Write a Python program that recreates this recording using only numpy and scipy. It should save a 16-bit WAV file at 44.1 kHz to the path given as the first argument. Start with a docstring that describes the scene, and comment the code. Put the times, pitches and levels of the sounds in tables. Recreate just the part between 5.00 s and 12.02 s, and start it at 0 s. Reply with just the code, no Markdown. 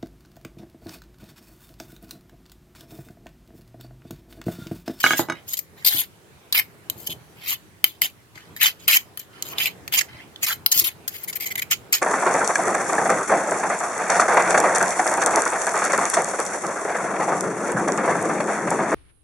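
"""A steel spoon taps and scrapes paste round a stone mortar; at the start a stone pestle clatters on a plate.
Grit under the spoon's edge is a train of clumped clicks, convolved with the ring of stone and steel.
Knocks and bumps are half-sine pushes that excite the decaying modes of the plate and the wooden table.
Outdoor air with a distant, swelling rumble is shaped random spectra; a faint low note is a decaying sine.
A short diffuse return is added, and two close microphone ports of unlike colour pick up the whole."""
import sys
import numpy as np
from scipy import signal
from scipy.fft import rfft, irfft, next_fast_len
from scipy.io import wavfile
from scipy.ndimage import uniform_filter1d

SR = 44100
rng = np.random.default_rng(int(sys.argv[2]) if len(sys.argv) > 2 else 0)


def generate_wav(signal):
    """Clip the signal to [-1, 1] and save it as 16-bit WAV at the path in sys.argv[1]."""
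    frames = np.transpose(np.atleast_2d(signal))
    scaled = np.clip(frames, -1, 1) * 32767
    pcm = np.round(scaled).astype(np.int16)
    wavfile.write(sys.argv[1], SR, pcm)


N = 309385  # length in samples

# Drags of the spoon's edge; hollow and shine are relative to the rasp, at full pressure:
# start_s, rise_s, hold_s, fall_s, rasp_level_db, hollow_db, first_pitch_hz, last_pitch_hz, shine_db
STROKES = [(0.0, 0.00067, 0.012, 0.028, -29.5, -3.3, 2940, 2960, 3),
           (0.024, 0.005, 0.099, 0.12, -29, 1.5, 3800, 3000, -3),
           (0.137, 0.0405, 0.0275, .07, -26, -5, 3500, 3600, 2),
           (0.34, 0.013, 0.027, 0.087, -67.5, 22, 2210, 2320, -5),
           (0.454, 0.034, 0.037, 0.035, -35, -10.5, 3457, 3500, 0),
           (0.744, 0.033, 0.066, .012, -55, 6.5, 1580, 1680, -1),
           (0.844, 0.0033, 0.17, 0.049, -30.5, 1.5, 4170, 2696, 7.5),
           (1.534, 0.014, 0.051, 0.035, -27.5, 8.5, 1958, 2184, 7.5),
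           (1.907, 0.08, 0.15, 0.055, -50, -7, 3400, 3200, 5.5),
           (2.359, .14, .045, 0.027, -31.5, 3.5, 2470, 2900, 3),
           (2.844, 0.0025, 0.011, 0.12, -36.5, 3.5, 3186, 3400, 1),
           (3.013, 0.0021, 0.038, 0.058, -27.5, 1.5, 3480, 2420, 3.5),
           (3.336, 0.017, .022, 0.31, -53, 7, 1319, 2500, -8),
           (3.588, 0.027, 0.06, 0.0557, -23, 5.5, 2054, 3000, 2.5),
           (3.777, 0.021, 0.063, 0.011, -50.5, -0.5, 2679, 2400, -5),
           (3.872, 0.0071, 0.064, 0.071, -22, 4.5, 2130, 3070, 3),
           (4.176, 0.021, 0.0052, 0.088, -42.5, -0.5, 3002, 3020, 1),
           (4.302, 0.031, 0.099, 0.029, -71, 19.5, 1400, 1498, -8),
           (4.422, 0.032, 0.075, 0.049, -43, -1, 3330, 2400, 1.5),
           (4.546, 0.053, 0.072, 0.062, -30, 6.5, 2830, 2310, 1.5),
           (4.914, 0.021, 0.056, 0.054, -27, 4.5, 2835, 2592, 3.5),
           (5.061, 0.026, 0.14, 0.089, -66, 18.5, 1306, 2735, -9),
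           (5.408, 0.023, .018, 0.019, -23.5, -3.5, 2357, 2031, 3.5),
           (5.457, 0.0073, 0.067, 0.049, -30, 2, 1220, 1570, 3),
           (5.704, 0.011, 0.11, 0.023, -27, -2.5, 4499, 4760, 3),
           (5.826, 0.02, 0.034, 0.051, -29, 2.5, 2982, 2278, 6),
           (6.082, 0.0051, 0.16, 0.024, -47, -3, 2161, 2220, 2),
           (6.699, .011, 0.022, 0.03, -19.5, -1.5, 2223, 2296, -6),
           (6.921, 0.0069, 0.023, 0.057, -15.5, -4.5, 2395, 2134, -4.5)]
# Landings of the edge on the stone; hollow and shine are relative to the rasp:
# start_s, drive_level_db, hollow_db, hollow_pitch_hz, shine_db, chatter_t60_s
TAPS = [(0.5342, -14.5, -5, 3220, 1.5, 0.057), (0.5703, -18.5, -7, 3600, 2, 0.065),
        (0.5904, -16, -11.5, 2280, 7, 0.028), (0.8486, -11, 2.5, 4460, 6, 0.022),
        (1.5251, -9.5, 2, 4368, 6.5, 0.031), (1.899, -9.5, -1, 2990, 3.5, 0.015),
        (2.8417, -4.5, 2, 2194, 8.5, 0.0073), (3.018, -8.5, 0.5, 2220, 8, 0.019),
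        (3.3558, -40.5, 4, 1215, -6, 0.057), (3.564, -27, 5, 1757, 4.5, 0.07),
        (3.6299, -14.5, -15, 2053, 16, 0.035), (3.8794, -9, -3, 2080, 7.5, 0.052),
        (4.1734, -26.5, -1, 1184, 10, 0.042), (4.424, -12, -1.5, 5200, 1.5, 0.009),
        (4.533, -37, 19, 2598, -6, .015), (4.583, -15.5, 12.5, 3040, 1.5, 0.022),
        (4.8778, -18.5, 3.5, 1765, -0.5, 0.017), (5.36, -31.5, 5.5, 3490, -14, .015),
        (5.662, -8.5, 7.5, 4690, 9.5, 0.0098), (5.842, -16.5, -5, 3000, 8, 0.058),
        (6.0782, -15, -5, 4474, 5, 0.042), (6.328, -23, -3, 2150, -5, 0.084),
        (6.71, -11, -8, 2137, -3, 0.034), (6.7386, -33, -8, 1992, -4, 0.022),
        (6.926, -16.5, 1, 2148, 15, 0.05)]
# The edge sticks, then slips in one short burst: start_s, level_db, hollow_db, shine_db, length_s
SLIPS = [(0.859, -20.5, 0.5, 5.5, .03), (0.999, -35, -5, 17, 0.0088), (1.039, -56, 14, 0, 0.0085),
         (2.064, -31, 0.1, 3, 0.014), (2.095, -40.5, 8, 5, 0.034), (2.477, -32, -14, 4.5, 0.033),
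         (3.94, -19.5, 1.5, 2, 0.034), (4.191, -37, -19, 3, 0.0076), (4.921, -31.5, 3.5, 5.5, 0.032),
         (4.974, -16.5, -8, -19, 0.02), (5.007, -25, -0.5, -7, 0.011), (5.715, -12.5, -6.5, -2, 0.013),
         (5.774, -18, -9, 2, 0.026), (6.136, -45, 3.5, 8.5, .03), (6.232, -41, -5, 12.5, 0.014),
         (6.274, -36.5, 1, 7.5, 0.033), (6.353, -30, -4.5, 4.5, 0.02), (6.399, -36, 1.5, 4.5, 0.049),
         (6.454, -32, 1.5, 2.5, 0.022), (6.477, -41.5, 1, 0, 0.019), (6.502, -35, 4.5, 2, 0.023),
         (6.553, -30, 6, 1, 0.0069), (6.574, -32, 4.5, 2.5, 0.024), (6.617, -30.5, 4.5, 2, 0.013)]
# Relative spectrum of the stone's dense ring: frequency_hz, density_db_per_hz
STONE_SPECTRUM = [(290, -53), (500, -6.5), (1330, -13), (2130, -0.5), (2600, -9), (5030, -4), (5890, -12),
                  (6700, 1), (9190, -15), (11600, -14), (15400, -52)]
# Modes of spoon and mortar, relative strengths: frequency_hz, level_db, t60_s
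SPOON_MODES = [(1380, -21.5, 0.039), (2005, -10.5, 0.029), (2460, 2, 0.0043), (3094, -3.5, 0.03),
               (3310, 0, 0.0028), (3984, -6, 0.015), (5000, -26.5, 0.0069), (4880, -11, 0.0083),
               (6556, -4.5, 0.022), (11760, -7, 0.028), (13250, 4, 0.0075), (14600, -5, 0.0075)]
# Bands of the rasp, the hollow and the shine, one row each: low_hz, high_hz
PART_BANDS = [(5000, 9700), (800, 5000), (9700, 17000)]
# The pestle meets the plate: start_s, plate_level_db, table_level_db
KNOCKS = [(0.0407, -11.5, -30.5), (0.0636, -15, -31.5), (0.1073, -12, -30.5), (0.134, -21, -35.5),
          (0.194, -26.5, -24), (0.2865, -35, -35), (0.2991, -19.5, -34), (0.322, -26.5, -39.5)]
# Modes of the plate, relative strengths: frequency_hz, level_db, t60_s
PLATE_MODES = [(860, 1, 0.022), (1257, -13, 0.14), (1503, -7.5, 0.081), (1640, -4.5, 0.094),
               (1540, 1.5, 0.034), (1984, -16.5, 0.26), (2210, -1.5, 0.039), (2900, -14, 0.13),
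               (3800, -21, 0.2), (5200, -14, 0.059), (6300, -10.5, .05)]
# Soft bumps on the table top: start_s, peak_db
BUMPS = [(0.946, -28), (0.964, -45), (1.899, -31.5), (1.959, -34.5), (2.092, -25.5), (2.15, -35),
         (2.837, -36), (3.019, -34.5), (3.361, -37.5), (5.148, -33.5), (5.761, -32.5), (5.819, -30.5)]
# Modes of the table top, relative strengths: frequency_hz, level_db, t60_s
TABLE_MODES = [(125, -0.5, 0.15), (163.5, -1.5, 0.19), (266.4, -2, 0.13), (338.5, 5.5, 0.11),
               (413, 5.5, 0.049), (637, 5, 0.064), (860, 14, 0.023)]
# Relative spectrum of the outdoor air: frequency_hz, density_db_per_hz
AIR_SPECTRUM = [(15, -82), (25, -46), (86, 0.5), (147, -2), (233, -8.5), (420, -5), (468, -11),
                (780, -12.5), (916, -14), (1840, -17), (5120, -26.5), (11800, -27.5), (15400, -34)]
# Swells of the low background, used relative to their median: time_s, level_db
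RUMBLE = [(0.4, -57.5), (0.6, -61), (1.84, -57.5), (1.93, -55.5), (3.29, -63), (3.49, -58), (4.25, -59),
          (4.54, -45), (4.73, -53), (5.85, -55.5), (7.01, -52.5)]
# Left-right likeness of the background: frequency_hz, correlation (0 to 1)
LIKENESS = [(60, 0.31), (300, 0.71), (650, 0.49), (1400, 0), (3000, 0.059)]
# Colour of the ports: frequency_hz, left_over_right_db
PORTS = [(500, -0.5), (5000, -3), (7600, -9), (9300, -5), (11500, 11.5), (15000, 8)]
# Faint low note; a negative start counts back from the end: start_s, frequency_hz, level_db, t60_s
NOTE = (-1.5, 433.5, -40.5, 0.1)

AIR_DB = -48  # RMS level of the background
EDGE_HZ = 16600  # upper band limit
LIFT_DB = -37.5  # level change at the two ends of a stroke, as the edge meets and leaves the stone
FALL_CURVE = 0.84  # under 1: the rasp drops sooner as the edge lifts, then trails off
LIGHT_HOLLOW = 0.16  # a light touch is more hollow: dB of hollow gained per dB of level lost
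STROKE_THROUGH = 0.52  # share of the broad ring beside the favoured pitch, for a hollow of 0 dB
HOLLOW_FOCUS = 0.45  # dB of that broad ring lost per dB of hollow: a hollow stroke is more pitched
SLIP_WIDTH, SLIP_THROUGH = 0.17, 0.11  # favoured pitch in a slip: width / pitch, share of broad ring


def gain_of(db):
    """Decibel law: 20 dB is a factor of ten in amplitude."""
    return 10 ** (np.asarray(db) / 20)


def evened(x):
    """Normalisation to unit root-mean-square amplitude."""
    return x / np.sqrt(np.mean(x ** 2) + 1e-20)


def read(points, hz):
    """Interpolation of a spectrum along a logarithmic frequency axis."""
    f, value = np.transpose(points)
    return np.interp(np.log(hz + 1), np.log(f + 1), value)


def add(mix, start_s, sound):
    """Superposition: a sound adds to the pressure already present."""
    part = mix[:, round(start_s * SR):][:, :sound.shape[1]]
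    part += sound[:, :part.shape[1]]


def ring(modes, size, spread_db, turns):
    """Modal decay: a blow excites each mode at a random strength and phase, unlike at the two ports."""
    hz, db, t60 = np.transpose(modes)[..., None]
    t = np.arange(size) / SR
    shared, left, right = rng.standard_normal((3, len(hz), 1))
    db = db + spread_db * (shared + 0.5 * np.array([left, right]))
    phase = 2 * np.pi * turns * rng.uniform(-0.5, 0.5, (2, len(hz), 1))
    modes_heard = gain_of(db - 60 * t / t60) * np.sin(2 * np.pi * hz * t + phase)
    return modes_heard.sum(1)


def body(size=2048, stone_t60=0.013, steel_db=-1):
    """Impulse response: a click rings dense stone and the modes of the steel, here split in three bands."""
    t, hz = np.arange(size) / SR, np.fft.rfftfreq(size, 1 / SR)
    shared, left, right = rng.standard_normal((3, size))
    stone = (1.08 * shared + np.array([left, right])) * gain_of(-60 * t / stone_t60)
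    stone = irfft(rfft(stone) * gain_of(read(STONE_SPECTRUM, hz)))
    stone[:, size // 2:] = 0  # nothing sounds before the click: the wrapped end is cut
    steel = ring(SPOON_MODES, size, spread_db=2.5, turns=0.8)
    both = evened(stone) + gain_of(steel_db) * evened(steel)
    both[1] = np.roll(both[1], rng.integers(0, 12))  # the far port hears it later, by samples
    filters = [signal.butter(3, band, "band", fs=SR, output="sos") for band in PART_BANDS]
    return np.array([signal.sosfilt(sos, both) for sos in filters])


def grit(size, per_s=9000, size_db=2.5, clump_db=2.2, clump_s=0.004):
    """Stick-slip friction: random clicks of uneven size come in clumps."""
    clicks = (rng.random(size) < per_s / SR) * rng.choice([-1., 1.], size)
    clicks *= gain_of(size_db * np.minimum(rng.exponential(1, size), 5))
    clump_size = max(round(clump_s * SR), 1)
    clumps = evened(uniform_filter1d(rng.standard_normal(size), clump_size))
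    return evened(clicks * gain_of(clump_db * clumps))


def sounded(drive, parts, level_db, hollow_db, hollow_hz, shine_db, width=0.24, through=0.25):
    """Source and resonator: clicks excite a body, and the air under the spoon favours one hollow pitch."""
    rasp, hollow, shine = parts
    b, a = signal.iirpeak(np.mean(hollow_hz), 1 / width, SR)
    hollow = through * hollow + signal.lfilter(b, a, hollow)
    parts = np.array([rasp, hollow, shine])
    energy = (parts ** 2).sum(2).mean(1)
    parts = parts / np.sqrt(energy)[:, None, None]
    gains = gain_of([level_db, level_db + hollow_db, level_db + shine_db])
    drives = drive * gains.reshape(3, -1)
    return signal.fftconvolve(drives[:, None], parts, axes=2).sum(0)


def spoon():
    """Contact of steel on stone: one set of contact points serves strokes, taps and slips."""
    bodies = np.array([body() for _ in range(24)])
    return strokes(bodies) + taps(bodies) + slips(bodies)


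def strokes(bodies, step=1200):
    """Sliding friction: grit drags under the edge and, as the contact point moves, the body changes."""
    mix = np.zeros((2, N))
    fade = np.sin(np.pi * np.arange(2 * step) / (2 * step))
    for s, rise, hold, fall, db, hollow_db, first_hz, last_hz, shine_db in STROKES:
        corners = np.cumsum(np.abs([0, rise, hold, fall]))
        t = np.arange(0, corners[-1], 1 / SR)
        landing = np.interp(t, corners, [1, 0, 0, 0])
        lifting = np.interp(t, corners, [0, 0, 0, 1]) ** FALL_CURVE
        press_db = LIFT_DB * (landing + lifting)
        pitch_hz = first_hz + (last_hz - first_hz) * t / t[-1]
        columns = (db + press_db, hollow_db - LIGHT_HOLLOW * press_db, pitch_hz, shine_db + 0 * t)
        broad = STROKE_THROUGH * gain_of(-HOLLOW_FOCUS * hollow_db)
        drive = grit(SR // 2)[:len(t)]
        # overlapping sections, each played on another contact point
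        for start in range(-step, len(t), step):
            part = np.arange(max(start, 0), min(start + 2 * step, len(t)))
            controls = [column[part] for column in columns]
            faded = drive[part] * fade[part - start]
            section = sounded(faded, rng.choice(bodies), *controls, through=broad)
            add(mix, s + t[part[0]], section)
    return mix


def air():
    """Partly correlated noise: random short-time spectra with drifting patches, whose low part swells."""
    frames, hz = N // 256 + 5, np.fft.rfftfreq(1024, 1 / SR)
    a, b, c, d, patches = rng.standard_normal((frames, 513, 5)).T
    patches = evened(uniform_filter1d(uniform_filter1d(patches, 12, 0), 14, 1))
    s, db = np.transpose(RUMBLE)
    swell_db = np.interp(np.arange(frames) * 256 / SR, s, db - np.median(db))
    # how far each frequency follows the swell
    share = read([(60, 0.29), (400, 0.96), (1500, 0.97), (5000, 0.38)], hz)[:, None]
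    same = np.clip(read(LIKENESS, hz), -1, 1)[:, None]
    left, other = a + 1j * b, c + 1j * d
    spectra = np.array([left, same * left + np.sqrt(1 - same ** 2) * other])
    spectra *= gain_of(read(AIR_SPECTRUM, hz)[:, None] + 1.8 * patches + share * swell_db)
    noise = signal.istft(spectra, nperseg=1024, noverlap=768)[1][:, :N]
    return gain_of(AIR_DB) * evened(noise)


def blow(ms):
    """Contact time: a half-sine push sounds duller the longer it lasts."""
    length = ms * SR / 1000
    push = np.sin(np.pi * np.arange(1, length) / length)
    return push[None] / push.sum()


def above(x, hz):
    """Radiation efficiency: small objects radiate little below their lowest mode."""
    return signal.sosfilt(signal.butter(2, hz, "high", fs=SR, output="sos"), x)


def pestle():
    """Impact of coupled bodies: each knock cracks, rings the plate and thumps the table under it."""
    mix, t = np.zeros((2, N)), np.arange(8000) / SR
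    for s, db, table_db in KNOCKS:
        crack = 0.52 * rng.standard_normal(len(t)) * gain_of(-60 * t / 0.036)
        thud = 4.8 * rng.standard_normal(len(t)) * gain_of(-60 * t / 0.18)  # dense ring of the heavy stone
        plate = ring(PLATE_MODES, len(t), spread_db=3.5, turns=0.2)
        table = ring(TABLE_MODES, len(t), spread_db=2.5, turns=0.15)
        plate = signal.fftconvolve(above(plate + crack, hz=755), blow(ms=0.097))
        table = signal.fftconvolve(above(table + thud, hz=193), blow(ms=0.61))
        port_db = np.array([[-1.8], [1.8]])  # the table is louder on the right
        add(mix, s, gain_of(db) * plate)
        add(mix, s, gain_of(table_db + port_db) * table)
    return mix


def taps(bodies):
    """Impact with rebound: one hard click, then a chatter of grit that decays exponentially."""
    mix, t = np.zeros((2, N)), np.arange(3000) / SR
    for s, *controls, t60 in TAPS:
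        drive = 0.35 * grit(len(t)) * gain_of(-60 * t / max(t60, 0.004))
        drive[0] = 2.37  # the hard click
        add(mix, s, sounded(drive, rng.choice(bodies), *controls))
    return mix


def slips(bodies):
    """Release of stuck friction: even bursts of grit start and stop quickly, over a faint decaying drag."""
    mix, t = np.zeros((2, N)), np.arange(3000) / SR
    when_s, pitch_hz = np.transpose(STROKES)[[0, 6]]
    for s, db, hollow_db, shine_db, length in SLIPS:
        burst = np.minimum(t * 400, 1) * np.clip((length - t) / 0.0013 + 1, 0, 1)
        drag = 0.018 * gain_of(-60 * t / 0.033)
        drive = grit(len(t)) * (burst + drag)
        hollow_hz = np.interp(s, when_s, pitch_hz)  # the spoon lies as in the strokes around it
        sound = sounded(drive, rng.choice(bodies), db, hollow_db, hollow_hz, shine_db,
                        width=SLIP_WIDTH, through=SLIP_THROUGH)
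        add(mix, s, sound)
    return mix


def bumps():
    """Forced modes: hand, glass and mortar nudge the table top with a soft push and a short shuffle."""
    mix, t = np.zeros((2, N)), np.arange(4000) / SR
    for s, db in BUMPS:
        shuffle = 0.03 * rng.standard_normal(len(t)) * gain_of(-60 * t / 0.24)
        shuffle[0] = 1  # the push itself
        table = ring(TABLE_MODES, 8000, spread_db=2, turns=0.1)
        force = signal.fftconvolve(shuffle[None], blow(ms=1.44))
        nudge = signal.fftconvolve(table, force)
        add(mix, s, gain_of(db) * nudge / abs(nudge).max())
    return mix


def low_note():
    """Damped oscillation: one soft low sine swells in quickly and dies away."""
    s, hz, db, t60 = NOTE
    t, mix = np.arange(9000) / SR, np.zeros((2, N))
    swell = np.clip(t / 0.015, 0, 1)
    tone = gain_of(db - 60 * t / t60) * np.sin(2 * np.pi * hz * t) * swell
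    add(mix, s, np.array([tone, 0.92 * tone]))
    return mix


def yard(x, t60=0.16, size=6000):
    """Diffuse reflection: table top and nearby walls return a short, exponentially decaying noise tail."""
    tail = rng.standard_normal((2, size)) * gain_of(-60 * np.arange(size) / SR / t60)
    return signal.fftconvolve(x, tail / np.linalg.norm(tail[0]), axes=1)[:, :N]


def scene():
    """Superposition of the near sources, their diffuse return and the outdoor air."""
    near = spoon() + pestle() + bumps() + low_note()
    return near + gain_of(-15.0) * yard(near) + air()


def record(dry):
    """Port resonance: deep bass is lost, left and right differ in colour, peaks clip, the band is limited."""
    size = next_fast_len(N)
    lean = gain_of(read(PORTS, np.fft.rfftfreq(size, 1 / SR)))
    ports = np.array([lean, 1 + 0 * lean]) * np.sqrt(2 / (1 + lean ** 2))  # total power is kept
    dry = signal.sosfilt(signal.butter(3, 75, "high", fs=SR, output="sos"), dry)
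    coloured = irfft(rfft(dry, size) * ports, size)[:, :N]
    heard = np.clip(coloured, -1, 1)
    band_limit = signal.firwin(511, EDGE_HZ, window=("kaiser", 12), fs=SR)
    return signal.oaconvolve(heard, band_limit[None], "same")


dry = scene()
out = record(dry)
generate_wav(out)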